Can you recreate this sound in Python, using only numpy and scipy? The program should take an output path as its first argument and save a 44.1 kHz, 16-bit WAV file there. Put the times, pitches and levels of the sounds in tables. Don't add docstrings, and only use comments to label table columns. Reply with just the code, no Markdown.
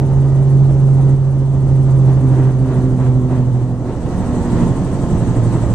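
import sys
import numpy as np
from scipy import signal
from scipy.fft import rfft, irfft, next_fast_len
from scipy.io import wavfile
from scipy.ndimage import uniform_filter1d, map_coordinates

SR = 44100
rng = np.random.default_rng(int(sys.argv[2]) if len(sys.argv) > 2 else 0)


def to_wav(sig):
    pcm = np.clip(np.atleast_2d(sig), -1, 1) * 32767
    pcm = np.round(pcm).astype(np.int16)
    wavfile.write(sys.argv[1], SR, pcm.T)


def to_linear_factor(level_db):
    exponent = np.asarray(level_db, float) / 20
    return 10 ** exponent


N = 253134


def unit(x):
    return x / np.sqrt(np.mean(x ** 2) + 1e-20)


def along(points, hz):
    f, v = np.transpose(points)
    return np.interp(np.log(hz + 1), np.log(f + 1), v)


def curves(rows):
    s, *cols = np.transpose(rows)
    return [np.interp(np.arange(N) / SR, s, c) for c in cols]


def swells(rows):
    t = np.arange(N) / SR
    return sum(db * np.exp(-((t - s) / half) ** 2) for s, db, half in rows)


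def wobble(rate):
    coarse = np.arange(0, N + 64, 64)
    knots = rng.standard_normal(int(N * rate / SR) + 4)
    return np.interp(np.arange(N), coarse, map_coordinates(knots, [coarse * rate / SR]))


def tone(turns, db):
    return np.sqrt(2) * to_linear_factor(db) * np.cos(2 * np.pi * turns)


def gate(turns, sharp):
    return unit(np.exp(sharp * np.cos(2 * np.pi * turns)))


def filtered(x, response):
    pad = SR // 4
    m = next_fast_len(N + 2 * pad)
    x = np.pad(x, ((0, 0), (pad, pad)), "reflect")
    return irfft(rfft(x, m) * response(np.fft.rfftfreq(m, 1 / SR)), m)[:, pad:pad + N]


# f/Hz, likeness [0-1]
LIKENESS = [(60, 0.8), (250, 1), (500, 0.95), (1000, 0.92), (1600, 0.72), (2300, 0.24), (4000, 0.075),
            (14000, 0.13)]


def rush(spectrum, patchy_db, blade=None, sharp=0, lag=0):
    hz, s, z = signal.stft(rng.standard_normal((2, N)), SR, nperseg=512)
    patches = uniform_filter1d(uniform_filter1d(rng.standard_normal(z.shape[1:]), 5, 0), 10, 1)
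    z = z * to_linear_factor(patchy_db * unit(patches))
    if blade is not None:
        turns = np.interp(s * SR, np.arange(N), blade) - lag * (10 - hz[:, None] / 1000)
        z = z * np.exp(sharp * np.cos(2 * np.pi * turns))
    pair = signal.istft(z, nperseg=512)[1][:, :N]
    closed = [(5, -120)] + spectrum + [(20000, -120)]

    def mid_side(hz):
        angle = np.arccos(np.clip(along(LIKENESS, hz), -1, 1)) / 2
        return to_linear_factor(along(closed, hz)) * np.array([np.cos(angle), np.sin(angle)])

    mid, side = filtered(pair, mid_side)
    return unit(np.array([mid + side, mid - side]))


# t/s, level/dB
WAKE = [(0, 0), (.4, 0), (2, 0.5), (2.9, 0), (3.3, -1.5), (3.8, -3), (4.25, 4), (4.68, 6.5), (5.2, 5),
        (5.74, 4.5)]
# t/s, rise level/dB, half length [s]
GUSTS = [(2.1, 4, .05), (2.42, 9, 0.11), (2.75, 9, 0.083), (3.05, 8.5, 0.057), (3.35, 8.5, 0.059),
         (3.6, 3.5, 0.1), (3.9, 6.5, 0.057), (4.12, 3, 0.1), (4.55, 3, 0.12), (5.55, 2.5, .05)]
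# level/dB at rest, share of wake swing [ratio], share of gust rise [ratio]
AIR_LAYERS = dict(buffet=(-24.5, 1, 0), rumble=(-28, 1.2, .1), exhaust=(-33.5, .8, 0.57),
              wash=(-48, 1.19, 1), air=(-56, 1.06, 0.32), tail=(-65.5, 1.56, .2))


def layer_db(name):
    rest_db, wake, gust = AIR_LAYERS[name]
    return rest_db + wake * curves(WAKE)[0] + gust * swells(GUSTS)


# t/s, turned away [0 side-on to 1 tail-on]
HEADING = [(0, 0.24), (.6, 0.18), (1.15, 0.02), (1.7, 0.1), (2.35, 0.66), (2.9, 0.52), (3.5, 0), (4.1, 0.5),
           (4.5, 1), (5.45, 0.8), (5.74, 0.7)]


def turned_away():
    return np.clip(curves(HEADING)[0], 0, 1)


# t/s, firing tone level/dB, octave level/dB
EXHAUST_NOTE = [(0, -11.5, -30.5), (.6, -10, -38), (1.13, -10.5, -36), (1.7, -11, -30.5), (2.05, -8, -34),
                (2.34, -13, -24.5), (2.9, -13, -21), (3.3, -16, -24.5), (3.55, -13.5, -27.5),
                (3.75, -22, -28), (4.1, -32.5, -30.5), (4.5, -22.5, -19.5), (4.9, -37, -31.5),
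                (5.17, -21.5, -26.5), (5.45, -20, -31.5), (5.74, -15.5, -34)]
# t/s, level/dB
BLADE_SCATTER = [(0, -30), (1.1, -34.5), (1.7, -27.5), (2.35, -23), (3.55, -22.5), (3.8, -34.5), (4.5, -36),
                 (4.9, -20), (5.17, -24), (5.74, -28)]
# f [multiples of camshaft rate], side-on level/dB, turned-away level/dB
UNEVEN_CYLINDERS = [(2, -36, -33), (3, -37, -40), (4, -41.5, -47.5), (5, -33, -37.5), (7, -44, -39.5),
                    (8, -35, -43), (9, -51.5, -25), (10, -35.5, -37.5), (14, -41, -27.5), (15, -46, -40.5),
                    (16, -53, -49.5), (18, -43, -30.5), (20, -48.5, -38), (24, -43.5, -38),
                    (36, -52.5, -43.5), (42, -53, -57), (45, -63.5, -46.5), (48, -63.5, -50.5),
                    (54, -55.5, -46), (60, -63, -64.5), (65, -64, -51), (88.3, -77, -55)]


def engine(firing, disc):
    first_db, octave_db = curves(EXHAUST_NOTE)
    scatter_db, away = curves(BLADE_SCATTER)[0], turned_away()
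    drone = tone(firing + 0.0093 * wobble(17), first_db + (0.34 + 2.7 * away) * wobble(13))
    drone += tone(firing + disc + 0.33, scatter_db)
    drone += tone(firing - disc + 0.33, scatter_db - 9.5 + 2 * wobble(3))
    drone += tone(firing + 2 * disc + 0.87, scatter_db - 19.5 + 3 * wobble(4.2))
    upper = tone(2 * firing + 0.14 * wobble(16), octave_db - 0.7 + 3.4 * wobble(16))
    for multiple, side_db, away_db in UNEVEN_CYLINDERS:
        db = side_db + away * (away_db - side_db) + 1.5 * wobble(7)
        blur = (0.03 + 0.003 * multiple) * wobble(8)
        upper += tone(round(multiple) * firing / 6 + rng.random() + blur, db)
    return drone + upper * gate(disc + 0.42, sharp=0.11)


# f [multiples of blade rate], side-on level/dB, turned-away level/dB, phase offset [turns]
THUMP_LINES = [(1, -33.5, -45, 0.33), (2, -47, -31.5, 0.72), (3, -41.5, -43, 0.11), (4, -41.5, -31.5, 0.54),
               (6, -31.5, -30, 0.35), (7, -45, -31, .4)]
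# t/s, level/dB, half length [s]
LULLS = [
    (2.5, -4.5, 0.14),
    (3.68, -19, .22),
]


def thump(disc):
    away, lull_db = turned_away(), 0.4 * swells(LULLS)
    total = 0
    for multiple, side_db, away_db, phase_offset in THUMP_LINES:
        turns = round(multiple) * disc + phase_offset + 0.038 * wobble(3)
        total = total + tone(turns, side_db + away * (away_db - side_db) + 1.5 * wobble(2.0) + lull_db)
    return total


# t/s, rise level/dB, half length [s]
SLAP_BOUTS = [
    (4.7, 9, 0.11),
    (5.2, 7.5, .18),
    (5.74, -8, 0.22),
]


def slap(disc):
    since = disc - 0.73
    burst = gate(since, sharp=8) * tone(11 * since + 0.05 * wobble(5), 2.2 * wobble(11))
    growing_db = -43 + 3 * np.arange(N) / SR
    return to_linear_factor(growing_db + swells(SLAP_BOUTS)) * burst


# f/Hz, level/dB
AIR_HISS = [(2000, -7), (3000, 2), (4000, 3.5), (5300, -0.5), (6300, 4.5), (7500, -0.5), (9000, -3.5),
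            (10500, -10.5), (12000, -16), (14000, -23.5)]
SWISH_TAIL = [(5800, -29.5), (6800, -2.5), (7400, 1.5), (8100, 4), (8800, -10), (9700, -31)]
SWISH_SHOULDER = [(7000, -25), (8000, -5), (8800, 0), (9500, -3), (10300, -25)]
SWISH_CREST = [(8000, -18), (8900, -4.5), (9600, 1.5), (10500, -3), (11500, -19.5)]


def swish(blade):
    t = np.arange(N) / SR
    tail_db = layer_db("tail") + 1.15 * t
    crest_db = -58 - 9.5 / (1 + np.exp((3.05 - t) / 0.12))
    air = to_linear_factor(layer_db("air") + 4.5) * gate(blade - 0.12, sharp=0.067) * rush(AIR_HISS, patchy_db=1.13)
    tail = to_linear_factor(tail_db - 0.5) * rush(SWISH_TAIL, patchy_db=1.5, blade=blade - 0.05, sharp=0.4, lag=0.06)
    shoulder = to_linear_factor(tail_db - 5 + 1.5 * wobble(11))
    shoulder = shoulder * rush(SWISH_SHOULDER, patchy_db=2.2, blade=blade + 0.03, sharp=1.7, lag=0.07)
    crest = to_linear_factor(crest_db - 4.5 + 1.1 * wobble(12))
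    crest = crest * rush(SWISH_CREST, patchy_db=-1.0, blade=blade + 0.01, sharp=1.9, lag=0.065)
    return air + tail + shoulder + crest


# t/s, f/Hz, level/dB
FAN_WHINE = [(0, 386.7, -31.5), (2.4, 384.1, -35), (3.4, 378, -34), (3.55, 375.8, -44.5),
             (4.1, 368.5, -46.5), (4.5, 368, -56), (5.74, 365.5, -48.5)]


def fan(disc):
    hz, db = curves(FAN_WHINE)
    broken = np.clip(4 * curves(HEADING)[0] - 0.6, 0.3, 1.6)
    turns = np.cumsum(hz) / SR + 0.14 * broken * wobble(12)
    carried_db = 0.6 * swells(GUSTS)
    chop = gate(disc + 0.33, sharp=0.12) * to_linear_factor(1.8 * broken * wobble(8.2) + carried_db)
    return chop * (tone(turns, db + 0.5) + tone(2 * turns, db - 19))


# f/Hz, side-on level/dB, turned-away level/dB, blur [turns]
PANEL_LINES = [(883, -56, -46, .25), (1050, -60, -49, .4), (1927, -66, -59, .25), (2315, -76, -67, .3),
               (2955, -73, -68, .2)]


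def panels():
    t, away = np.arange(N) / SR, turned_away()
    total = 0
    for hz, side_db, away_db, blur in PANEL_LINES:
        db = side_db + away * (away_db - side_db) + 3 * wobble(5.5)
        total = total + tone(hz * t + blur * wobble(25), db)
    return total


# f/Hz, level/dB (buffet in dB per Hz)
BUFFET = [(12, -18), (25, -1), (45, -4), (70, 0), (100, 2.5), (140, -18)]
RUMBLE = [(60, -15.5), (100, -8), (140, 1), (180, 3), (230, -6), (330, -17), (500, -38.5)]
EXHAUST_ROAR = [(150, -44), (240, -0.5), (330, 0), (450, -7), (620, -7), (800, -13), (1000, -19),
                (1300, -23.5), (1800, -39.5), (2500, -62)]
DOWNWASH = [(500, -30), (900, 9.5), (1200, -0.5), (1500, -3), (1900, -3.5), (2150, -8.5), (3000, -13),
            (4200, -25), (6000, -32.5)]


def roar(blade):
    grit = wobble(40)
    buffet_db = layer_db("buffet") + swells(LULLS) - 4.5 + 1.1 * wobble(9.9)
    rumble_db = layer_db("rumble") + 0.5 + 0.15 * wobble(16)
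    exhaust_db = layer_db("exhaust") + 4.5 + 0.96 * grit
    wash_db = layer_db("wash") + 4.0 + 1.0 * grit + 0.25 * wobble(10)
    buffet = to_linear_factor(buffet_db) * rush(BUFFET, patchy_db=3.2)
    rumble = to_linear_factor(rumble_db) * rush(RUMBLE, patchy_db=-2.14)
    exhaust = to_linear_factor(exhaust_db) * gate(blade - 0.35, sharp=0.06) * rush(EXHAUST_ROAR, patchy_db=0.94)
    wash = to_linear_factor(wash_db) * rush(DOWNWASH, patchy_db=0.5)
    return buffet + rumble + exhaust + wash


# t/s, f/Hz
FIRING_RATE = [(0.0, 135.17), (0.56, 135.53), (1.5, 134.66), (1.9, 133.14), (2.33, 130.23), (2.7, 128.27),
               (3.07, 126.87), (3.5, 124.68), (4.0, 121.7), (4.6, 119.21), (5.0, 117.36), (5.5, 115.42),
               (5.74, 114.26)]


def scene():
    firing = np.cumsum(curves(FIRING_RATE)[0]) / SR
    blade = 0.1005 * firing + 0.15
    disc = 0.1011 * firing + 0.07
    rotor = thump(disc) + slap(disc) + swish(blade)
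    return engine(firing, disc) + rotor + fan(disc) + panels() + roar(blade)


# t/s, level/dB, hold [s]
DUCKS = [
    (1.144, -3, 0.35),
    (2.36, -1.5, .3),
    (4.687, -2, 0.18),
]


def ducking():
    t = np.arange(N) / SR
    total_db = 0
    for s, db, hold in DUCKS:
        step = np.clip((t - s) / 0.012, 0, 1)
        release = np.exp(-np.clip(t - s - hold, 0, None) / 0.18)
        total_db = total_db + db * step * release
    return to_linear_factor(total_db)


# f/Hz, level/dB
PORT_BALANCE = [(20, -11.5), (60, -5), (130, -3.5), (250, -1.5), (1200, -0.5), (2200, 0), (3500, -4),
                (6400, -5), (7100, -4.5), (7600, 13), (8200, 11.5), (10000, 6.5), (14000, 14.5)]
# f/Hz, phase lead [radians]
PORT_LEAD = [(30, .6), (70, .58), (130, .43), (260, .28), (400, .14), (900, .08), (1600, .15), (2400, .27)]


def ports(x):
    def both(hz):
        left = to_linear_factor(along(PORT_BALANCE, hz) / 2) * np.exp(0.5j * along(PORT_LEAD, hz))
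        return np.array([left, 1 / left])
    return filtered(x, both)


# f/Hz, share of bands dropped [0-1]
DROPOUTS = [(1500, 0), (2600, .04), (5000, .05), (6000, .01), (8500, .02), (10000, .1), (11500, .22),
            (14000, .3)]


def treble_dropouts(x):
    hz, _, z = signal.stft(x, SR, nperseg=2048)
    dice = rng.random((2, len(hz) // 6 + 1, z.shape[2] // 2 + 1))
    dice = dice.repeat(6, 1).repeat(2, 2)[:, :len(hz), :z.shape[2]]
    port_share = np.array([[[0.6]], [[1.8]]])
    kept = dice > along(DROPOUTS, hz)[:, None] * port_share
    return signal.istft(z * kept, SR, nperseg=2048)[1][:, :N]


def roll_off(x):
    return signal.sosfilt(signal.butter(12, 14230, fs=SR, output="sos"), x)


def record(dry):
    x = ducking() * ports(dry)
    x = x / (1 + np.abs(x / 1.02) ** 8) ** (1 / 8)
    mix = treble_dropouts(x)
    return roll_off(mix)


dry = scene()
out = record(dry)
to_wav(out)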